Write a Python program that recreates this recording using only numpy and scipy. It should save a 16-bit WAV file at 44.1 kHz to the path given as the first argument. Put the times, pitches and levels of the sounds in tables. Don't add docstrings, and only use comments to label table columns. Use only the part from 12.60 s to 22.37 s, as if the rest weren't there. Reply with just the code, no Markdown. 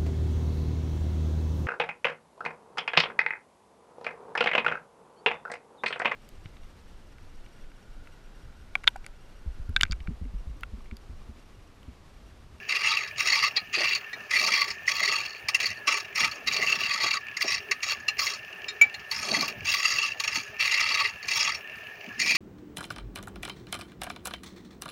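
import sys
import numpy as np
from scipy import signal
from scipy.io import wavfile

SR = 44100
rng = np.random.default_rng(int(sys.argv[2]) if len(sys.argv) > 2 else 0)


def put_to_file(sound):
    columns = np.atleast_2d(sound).T
    safe = np.clip(columns, -1, 1)
    whole_steps = np.round(safe * 32767)
    wavfile.write(sys.argv[1], SR, whole_steps.astype(np.int16))


def level_to_linear(level):
    exponent = np.asarray(level, float) / 20
    return 10 ** exponent


N = 430857

# edge touches t/s, entry force level/dB, cutting time/s, end force level/dB, lifting time/s
STROKES = [(0.092, -36, 0.25, -31, 0.15), (0.581, -32, 0.29, -26, 0.027), (0.966, -27.5, 0.012, -31, 0.025),
           (1.14, -30, 0.22, -36.5, 0.055), (1.712, -34, 0.3, -27, 0.1), (2.279, -33, 0.26, -32, 0.23),
           (3.002, -36.5, 0.086, -39.5, 0.099), (3.277, -30, 0.094, -33.5, 0.062),
           (3.561, -33.5, 0.071, -36, 0.13), (3.873, -37, 0.7, -31.5, 0.012),
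           (4.811, -30, 0.17, -33, 0.017), (5.229, -47, 0.091, -25.5, 0.021),
           (5.591, -34.5, 0.11, -30, 0.061), (6.513, -43.5, 0.32, -28, 0.057),
           (7.056, -31.5, 0.35, -26, 0.12), (7.591, -55, 0.19, -36, 0.089), (8, -29.5, 0.41, -28.5, 0.12),
           (8.684, -38, 0.19, -25, 0.077), (9.596, -32.5, 0.16, -36.5, 0.093)]
# log ring level/dB, rest ring level/dB, edge hiss level/dB (all re force),
# first bite peak level/dB, its loudest ring f/Hz
HOLDS = [(5, -8.5, -8, -16, 2460), (4.5, -8.5, -5, -19, 2020), (-8, -13, -16, -15, 2500),
         (6.5, -9.5, -7, -40, 3000), (4.5, -8, -3, -17, 2000), (4.5, -9, -5, -13, 2000),
         (4, -14.5, -3, -14, 2300), (7.5, -1.5, 0.5, -22, 2600), (7, 0, 1, -33, 2290),
         (5.5, -8, -4.5, -4, 2760), (1, -15, -4, -14, 1980), (4.5, -10.5, -0.5, -6, 5300),
         (1.5, -8, 1, -13, 4500), (-0.5, -7, -0.5, -7.5, 4350), (1.5, -13, -2, -25, 2560),
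         (2.5, -10, -0.5, -32, 2500), (6.5, -9.5, -4.5, -21, 2640), (2.5, -9.5, -1.5, -11.5, 2520),
         (3, -44, 0, -10, 2800)]
# f/Hz, boost level/dB
SINGING_MODES = [(2710, 1), (5540, 5.5), (4500, 7), (4450, 3), (2710, 2), (4450, 3.5), (4450, 5), (1145, 0),
                 (2710, 3), (2710, -1), (5540, 7), (1145, 7), (6600, -0.5), (4500, 1.5), (2710, 6),
                 (6600, 3), (2580, 1), (5540, 5), (2400, 13.5)]
# t/s, peak level/dB, loudest ring f/Hz
BITES = [(0.159, -9, 2750), (0.213, -18, 1950), (0.283, -8, 2710), (0.596, -17, 2700), (0.671, -4.5, 2710),
         (0.747, -26, 1950), (1.28, -16, 2710), (1.3492, -8.5, 4450), (1.733, -14, 2020), (1.795, -8, 2370),
         (1.8726, -16.5, 2320), (0.476, -19, 4100), (3.057, -9.5, 4450), (2.35, -36, 2710),
         (3.446, -27, 2710), (3.713, -18, 4500), (4.025, -9, 2020), (4.235, -16, 2720), (4.325, -25, 4450),
         (4.7683, -8.5, 2100), (5.6673, -7, 1985), (6.746, -10.5, 1970), (6.88, -7, 2580),
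         (7.1387, -12, 2300), (7.46, -14, 2620), (7.756, -4.5, 4600), (5.735, -19, 4500),
         (7.522, -39, 4500), (8.947, -16, 5530), (9.75, -4, 2470)]
# first t/s, last t/s, bites (count), peak level/dB, loudest ring f/Hz
CHATTER = [(0.789, 0.839, 2, -19, 2720), (2.43, 2.523, 3, -9.5, 1980), (2.8858, 2.946, 2, 0, 2800),
           (2.08, 2.1044, 2, -11, 4900), (3.312, 3.37, 2, -17, 2800), (9.6153, 9.7053, 3, -5, 1640),
           (3.604, 3.6454, 2, -5, 2290), (3.922, 3.964, 2, -10.5, 2720), (4.072, 4.123, 3, -8.5, 2710),
           (4.415, 4.464, 3, -12, 2100), (4.2, 6.397, 2, -27.5, 2710), (6.6593, 6.686, 2, -17, 4570),
           (6.788, 6.9, 2, -22, 7100), (7.23, 7.252, 2, -22, 2200), (7.6, 7.676, 3, -6, 2570),
           (8.042, 8.066, 2, -14, 2550), (8.174, 8.2055, 2, -9, 2750), (8.3469, 8.4003, 3, -25, 2360),
           (8.715, 13, 2, -10.5, 2700), (8.628, 8.655, 2, -19.5, 4280), (5.4, 3.4, 2, -32, 6600),
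           (0.37, 0.26, 2, -9, 2700)]
# f/Hz, width/Hz, level/dB
CUTTING_MODES = [(574, 55, -19.5), (895.4, 49, -12.5), (1142.7, 38, -1.5), (1263, 68, -4.5),
                 (1950, 65, -13), (2010, 192, 1), (2357, 104, -0.5), (2505, 132, -3), (2710, 117, 1.5),
                 (3322, 68, -12), (3866, 110, -9.5), (4450, 181, -3.5), (4723, 180, -8.5), (5050, 500, -11),
                 (5527, 185, -8.5), (6250, 145, -12)]
# f/Hz, width/Hz, level/dB
BROAD_RASP = [(810, 260, -31), (1527, 230, -13.5), (2300, 1440, -16), (3430, 340, -18.5),
              (5113, 2800, -30.5), (9500, 1100, -100), (15700, 3800, -31.5)]
# f/Hz, width/Hz
BLADE_MODES = [(6600, 260), (7580, 120), (8790, 120), (9150, 250), (11300, 170), (12900, 500)]
BLADE_DB = [-9.5, -30.5, -19, -26.5, -24.5, -59]
# t/s, peak level/dB, contact time/s, bite into the wood level/dB, its loudest ring f/Hz
TAPS = [
    (0.9743, -19, 0.0064, -42, 2370),
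    (1.53, -24, 0.0058, -37, 2300),
    (5.112, -23, 0.0068, 1, 1950),
    (5.4821, -15, 0.0077, -5, 2710),
    (6.0826, -16.5, 0.012, -26, 2400),
    (6.2127, -12, 0.013, -12.5, 1990),
    (6.342, -23, 0.0032, -20, 2640),
]
# f/Hz, level/dB, t60/s
FREE_TOOL = [(814, -8.5, 0.11), (1255, -10, 0.22), (1924, 7.5, 0.025), (2315, 6.5, 0.066),
             (3760, -0.5, 0.048), (4170, 7.5, 0.041), (4720, -1.5, 0.035), (5100, -9.5, 0.037),
             (5260, -3, 0.027), (5980, -13, 0.069), (7080, -9, 0.05), (8730, -17, 0.039)]
# f/Hz, width/Hz, level/dB
IDLE_MODES = [(57.7, 90, -9), (110.6, 18.5, -10), (250, 570, -19), (405.5, 29, -7.5), (717, 89, -16),
              (1250, 360, -11), (1703, 63, 3.5), (1794, 38, 5.5), (2300, 270, -8), (2640, 250, -3),
              (4725, 1700, -24), (6000, 1100, -27.5), (9300, 6200, -32.5), (14800, 1300, -39)]
# f/Hz, width/Hz
WHISTLES = [(11300, 90), (15300, 150), (15700, 150)]
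WHISTLE_DB = [-25, -19, -32]
# f/Hz, width/Hz, level/dB
TICK_MODES = [(2460, 330, -5), (2720, 124, -3.5), (4000, 1450, -24.5), (6040, 570, -35)]
# t/s, dying time/s, thrown air level/dB, shaken bed level/dB
GUSTS = [(0.7, 0.33, -60.5, -50.5), (1.2, 0.1, -52, -36), (1.85, 0.41, -51, -44), (2.42, 0.62, -54, -47),
         (3.29, 0.2, -56, -40.5), (3.62, 0.17, -47, -46), (4.0, 0.53, -48.5, -43), (4.44, 0.071, -47, -35),
         (4.85, 0.05, -60, -36.5), (6.73, 0.25, -35, -36), (6.82, 0.13, -37.5, -36),
         (7.78, 0.079, -45.5, -60), (9.7, 0.55, -41.5, -46)]

TURNS_PER_S = 17.7
ENTRY_S, ENTRY_DB, LIFT_DB, CLEAR_S, CLEAR_DB = 0.015, 28, 22, 0.072, 36.5
MEAN_FORCE_DB = -32
LOG_LAG, REST_LAG, EDGE_LAG = 0.26, 0.05, 0.29
REST_GAIN_DB, LOG_LOSS_DB, EDGE_LOSS_DB = 1.5, 2, 3


def gouge():
    force_db, log_db, rest_db, edge_db = stroke_curves()
    grain_hz = 2 * TURNS_PER_S * (1 + 0.0723 * drift(2.346))
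    grain = np.cos(2 * np.pi * np.cumsum(grain_hz) / SR)
    rasp_db = force_db + 17.5 + 0.78 * grain + 0.99 * drift(36.0) + 6.45 * np.tanh(1.05 * drift(85))

    bite_s, peak_db, ring_hz = np.transpose(all_bites())
    starts = ((bite_s - 0.002) * SR).astype(int)
    shape = bite_shape()
    modes = CUTTING_MODES + BROAD_RASP + [(*mode, db) for mode, db in zip(BLADE_MODES, BLADE_DB)]
    luck = rng.standard_normal((len(starts), len(modes)))
    fibre_db = 4.49 * np.minimum(rng.exponential(1, N), 4) - 7.5
    fibres = rng.standard_normal((2, N)) * level_to_linear(fibre_db)

    out = np.zeros(N)
    for k, (hz, width_hz, level_db) in enumerate(modes):
        in_rest, in_log, in_edge = hz <= 1600, 1600 < hz < 3100, hz > 5000
        part_db = in_log * (log_db - 8.5) + in_rest * (rest_db + 6.5) + in_edge * (edge_db - 0.5)
        grip_db = 7.86 * np.tanh(0.5 * drift(5.9) + 0.55 * drift(44))
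        force = level_to_linear(rasp_db + part_db + grip_db + singing_db(hz))
        near_db = 12.7 * np.exp(-(np.log(ring_hz / hz) / 0.033) ** 2)
        bites = level_to_linear(peak_db + 4 + near_db - 3.1 * in_log - 2.3 * in_rest + 3.55 * luck[:, k])
        for start, size in zip(starts, bites):
            force[start:start + len(shape)] += size * shape[:N - start]
        out += level_to_linear(level_db) * resonate(fibres[k % 2] * force, hz, width_hz)
    return out


def stroke_curves():
    t = np.arange(N) / SR
    curves = np.zeros((4, N))
    curves[0] = -120
    for stroke, (log_db, rest_db, edge_db, *_) in zip(STROKES, HOLDS):
        touch, entry_db, cut_s, ease_db, lift_s = stroke
        clear = touch + cut_s + lift_s
        corner_s = [touch - ENTRY_S, touch, touch + cut_s, clear, clear + CLEAR_S]
        lifted_db = ease_db - LIFT_DB
        corner_db = [entry_db - ENTRY_DB, entry_db, ease_db, lifted_db, lifted_db - CLEAR_DB]
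        on = (t >= corner_s[0]) & (t <= corner_s[-1])
        force_db = np.interp(t[on], corner_s, corner_db)
        slack_db = MEAN_FORCE_DB - force_db
        done = np.interp(t[on], [touch, clear], [-1, 1])
        curves[:, on] = [force_db,
                         log_db + LOG_LAG * slack_db - LOG_LOSS_DB * done,
                         rest_db + REST_LAG * slack_db + REST_GAIN_DB * done,
                         edge_db + EDGE_LAG * slack_db - EDGE_LOSS_DB * done]
    return curves


def singing_db(hz):
    out = np.zeros(N)
    for (touch, _, cut_s, _, lift_s), (sing_hz, boost_db) in zip(STROKES, SINGING_MODES):
        span = out[int(touch * SR):int((touch + cut_s + lift_s + CLEAR_S) * SR)]
        nearness = np.exp(-(np.log(sing_hz / hz) / 0.041) ** 2)
        span[:] = boost_db * np.linspace(0.6, 1.6, len(span)) * nearness
    return out


def all_bites():
    entries = [(stroke[0], *hold[3:]) for stroke, hold in zip(STROKES, HOLDS)]
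    knocks = [(tap[0], *tap[3:]) for tap in TAPS]
    bounces = []
    for first, last, count, db, hz in CHATTER:
        bounces += [(s, db, hz) for s in np.linspace(first, last, round(count))]
    return entries + knocks + bounces + BITES


def bite_shape(rise_s=0.0012, tear_s=0.0047):
    t = np.arange(int(0.05 * SR)) / SR
    return (1 - np.exp(-t / rise_s)) ** 2 * np.exp(-(t / tear_s) ** 0.74)


def taps():
    out = np.zeros(N)
    t = np.arange(int(0.2 * SR)) / SR
    luck = rng.standard_normal((len(TAPS), len(FREE_TOOL)))
    for (s, peak_db, contact_s, *_), chances in zip(TAPS, luck):
        grit = rng.standard_normal(len(t)) * np.exp(-t / contact_s) / np.sqrt(SR * contact_s)
        ring = np.zeros(len(t))
        for (hz, db, t60_s), chance in zip(FREE_TOOL, chances):
            ring += level_to_linear(db + 5.8 * chance - 60 * t / t60_s) * np.sin(2 * np.pi * hz * t)
        ring *= 1 - np.exp(-t / 0.00015)
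        at = int(s * SR)
        out[at:at + len(t)] += level_to_linear(peak_db - 11.5) * signal.oaconvolve(grit, ring)[:len(t)]
    return out


def workshop(x, t60_s=0.077):
    t = np.arange(int(0.3 * SR)) / SR
    tail = rng.standard_normal(len(t)) * level_to_linear(-60 * t / t60_s) * (t > 0.004)
    tail /= np.sqrt(np.sum(tail ** 2))
    return signal.lfilter([0.5], [1, -0.5], signal.oaconvolve(x, tail)[:N])


def idling(level_db=-43.5):
    white = rng.standard_normal((2, N))
    modes = IDLE_MODES + [(*mode, db) for mode, db in zip(WHISTLES, WHISTLE_DB)]
    total = np.zeros(N)
    for k, (hz, width_hz, db) in enumerate(modes):
        waver_db = (2.08 + 3.43 * (hz < 500)) * drift(9.5)
        total += level_to_linear(db + waver_db) * resonate(white[k % 2], hz, width_hz)
    return level_to_linear(level_db) * total / total.std()


def bearing_ticks(level_db=-23):
    count = int(N / SR * 36)
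    luck = rng.standard_normal((count, 2))
    at = ((np.arange(count) + 0.176 * luck[:, 0]) * SR / (2 * TURNS_PER_S)).astype(int)
    clicks = np.zeros(N)
    clicks[np.clip(at, 0, N - 1)] = level_to_linear(level_db + 10.6 * np.tanh(0.68 * luck[:, 1]))
    drive = rng.standard_normal(N) * burst(clicks, rise_s=0.0003, fall_s=0.003)
    return sum(level_to_linear(db) * resonate(drive, hz, width_hz) for hz, width_hz, db in TICK_MODES)


def draught():
    air_db, bed_db = gusts()
    white = rng.standard_normal(N)
    air = resonate(white, 219, 125)
    bed = level_to_linear(2 * drift(14) - 0.5) * resonate(white, 396, 163) + resonate(white, 584, 154)
    air_db = air_db - 1.5 + 14.1 * np.tanh(0.47 * drift(31))
    bed_db = bed_db - 3 + 7.4 * np.tanh(1.6 * drift(25.4))
    return level_to_linear(air_db) * air / air.std() + level_to_linear(bed_db) * bed / bed.std()


def gusts(calm_air_db=-63.5, calm_bed_db=-56, rise_share=0.53):
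    t = np.arange(N) / SR
    air_db, bed_db = calm_air_db, calm_bed_db
    for s, dying_s, gust_air_db, gust_bed_db in GUSTS:
        loss_db = 20 * np.maximum(t - s, (s - t) / rise_share) / dying_s
        air_db = np.maximum(air_db, gust_air_db - loss_db)
        bed_db = np.maximum(bed_db, gust_bed_db - loss_db)
    return air_db, bed_db


def drift(rate):
    r = np.exp(-32 * np.pi * rate / SR)
    noise = rng.standard_normal(N // 16 + 2002)
    slow = signal.lfilter([1], [1, -2 * r, r * r], noise)[2000:]
    return np.interp(np.arange(N) / 16, np.arange(len(slow)), slow / slow.std())


def resonate(x, hz, width_hz):
    r = np.exp(-1.55 * np.pi * width_hz / SR)
    section = [(1 - r * r) / 2, 0, (r * r - 1) / 2, 1, -2 * r * np.cos(2 * np.pi * hz / SR), r * r]
    return signal.sosfilt([section, section], x)


def burst(clicks, rise_s, fall_s):
    a, b = np.exp(-1 / (rise_s * SR)), np.exp(-1 / (fall_s * SR))
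    rise = [2 * (1 - a) ** 2, 0, 0, 1, -2 * a, a * a]
    fall = [1, 0, 0, 1, -b, 0]
    return signal.sosfilt([rise, fall], clicks + 1e-18)


def scene():
    cut = gouge() + taps()
    lathe = idling() + bearing_ticks()
    return (cut + level_to_linear(-16) * workshop(cut) + lathe + draught())[None]


def low_pass(x):
    return signal.sosfilt(signal.butter(12, 16820, fs=SR, output="sos"), x)


def record(dry):
    rounded = 0.5 * np.tanh(dry / 0.5)
    heard = signal.sosfilt(signal.butter(1, 40, "high", fs=SR, output="sos"), rounded)
    for dip_hz in (8000, 10100, 12200, 13700):
        band = signal.butter(1, [dip_hz - 350, dip_hz + 350], "band", fs=SR, output="sos")
        heard = heard - 0.76 * signal.sosfilt(band, heard)
    heard = signal.sosfilt(signal.ellip(12, 0.5, 70, 15800, fs=SR, output="sos"), heard)
    return low_pass(heard)


dry = scene()
out = record(dry)
put_to_file(out)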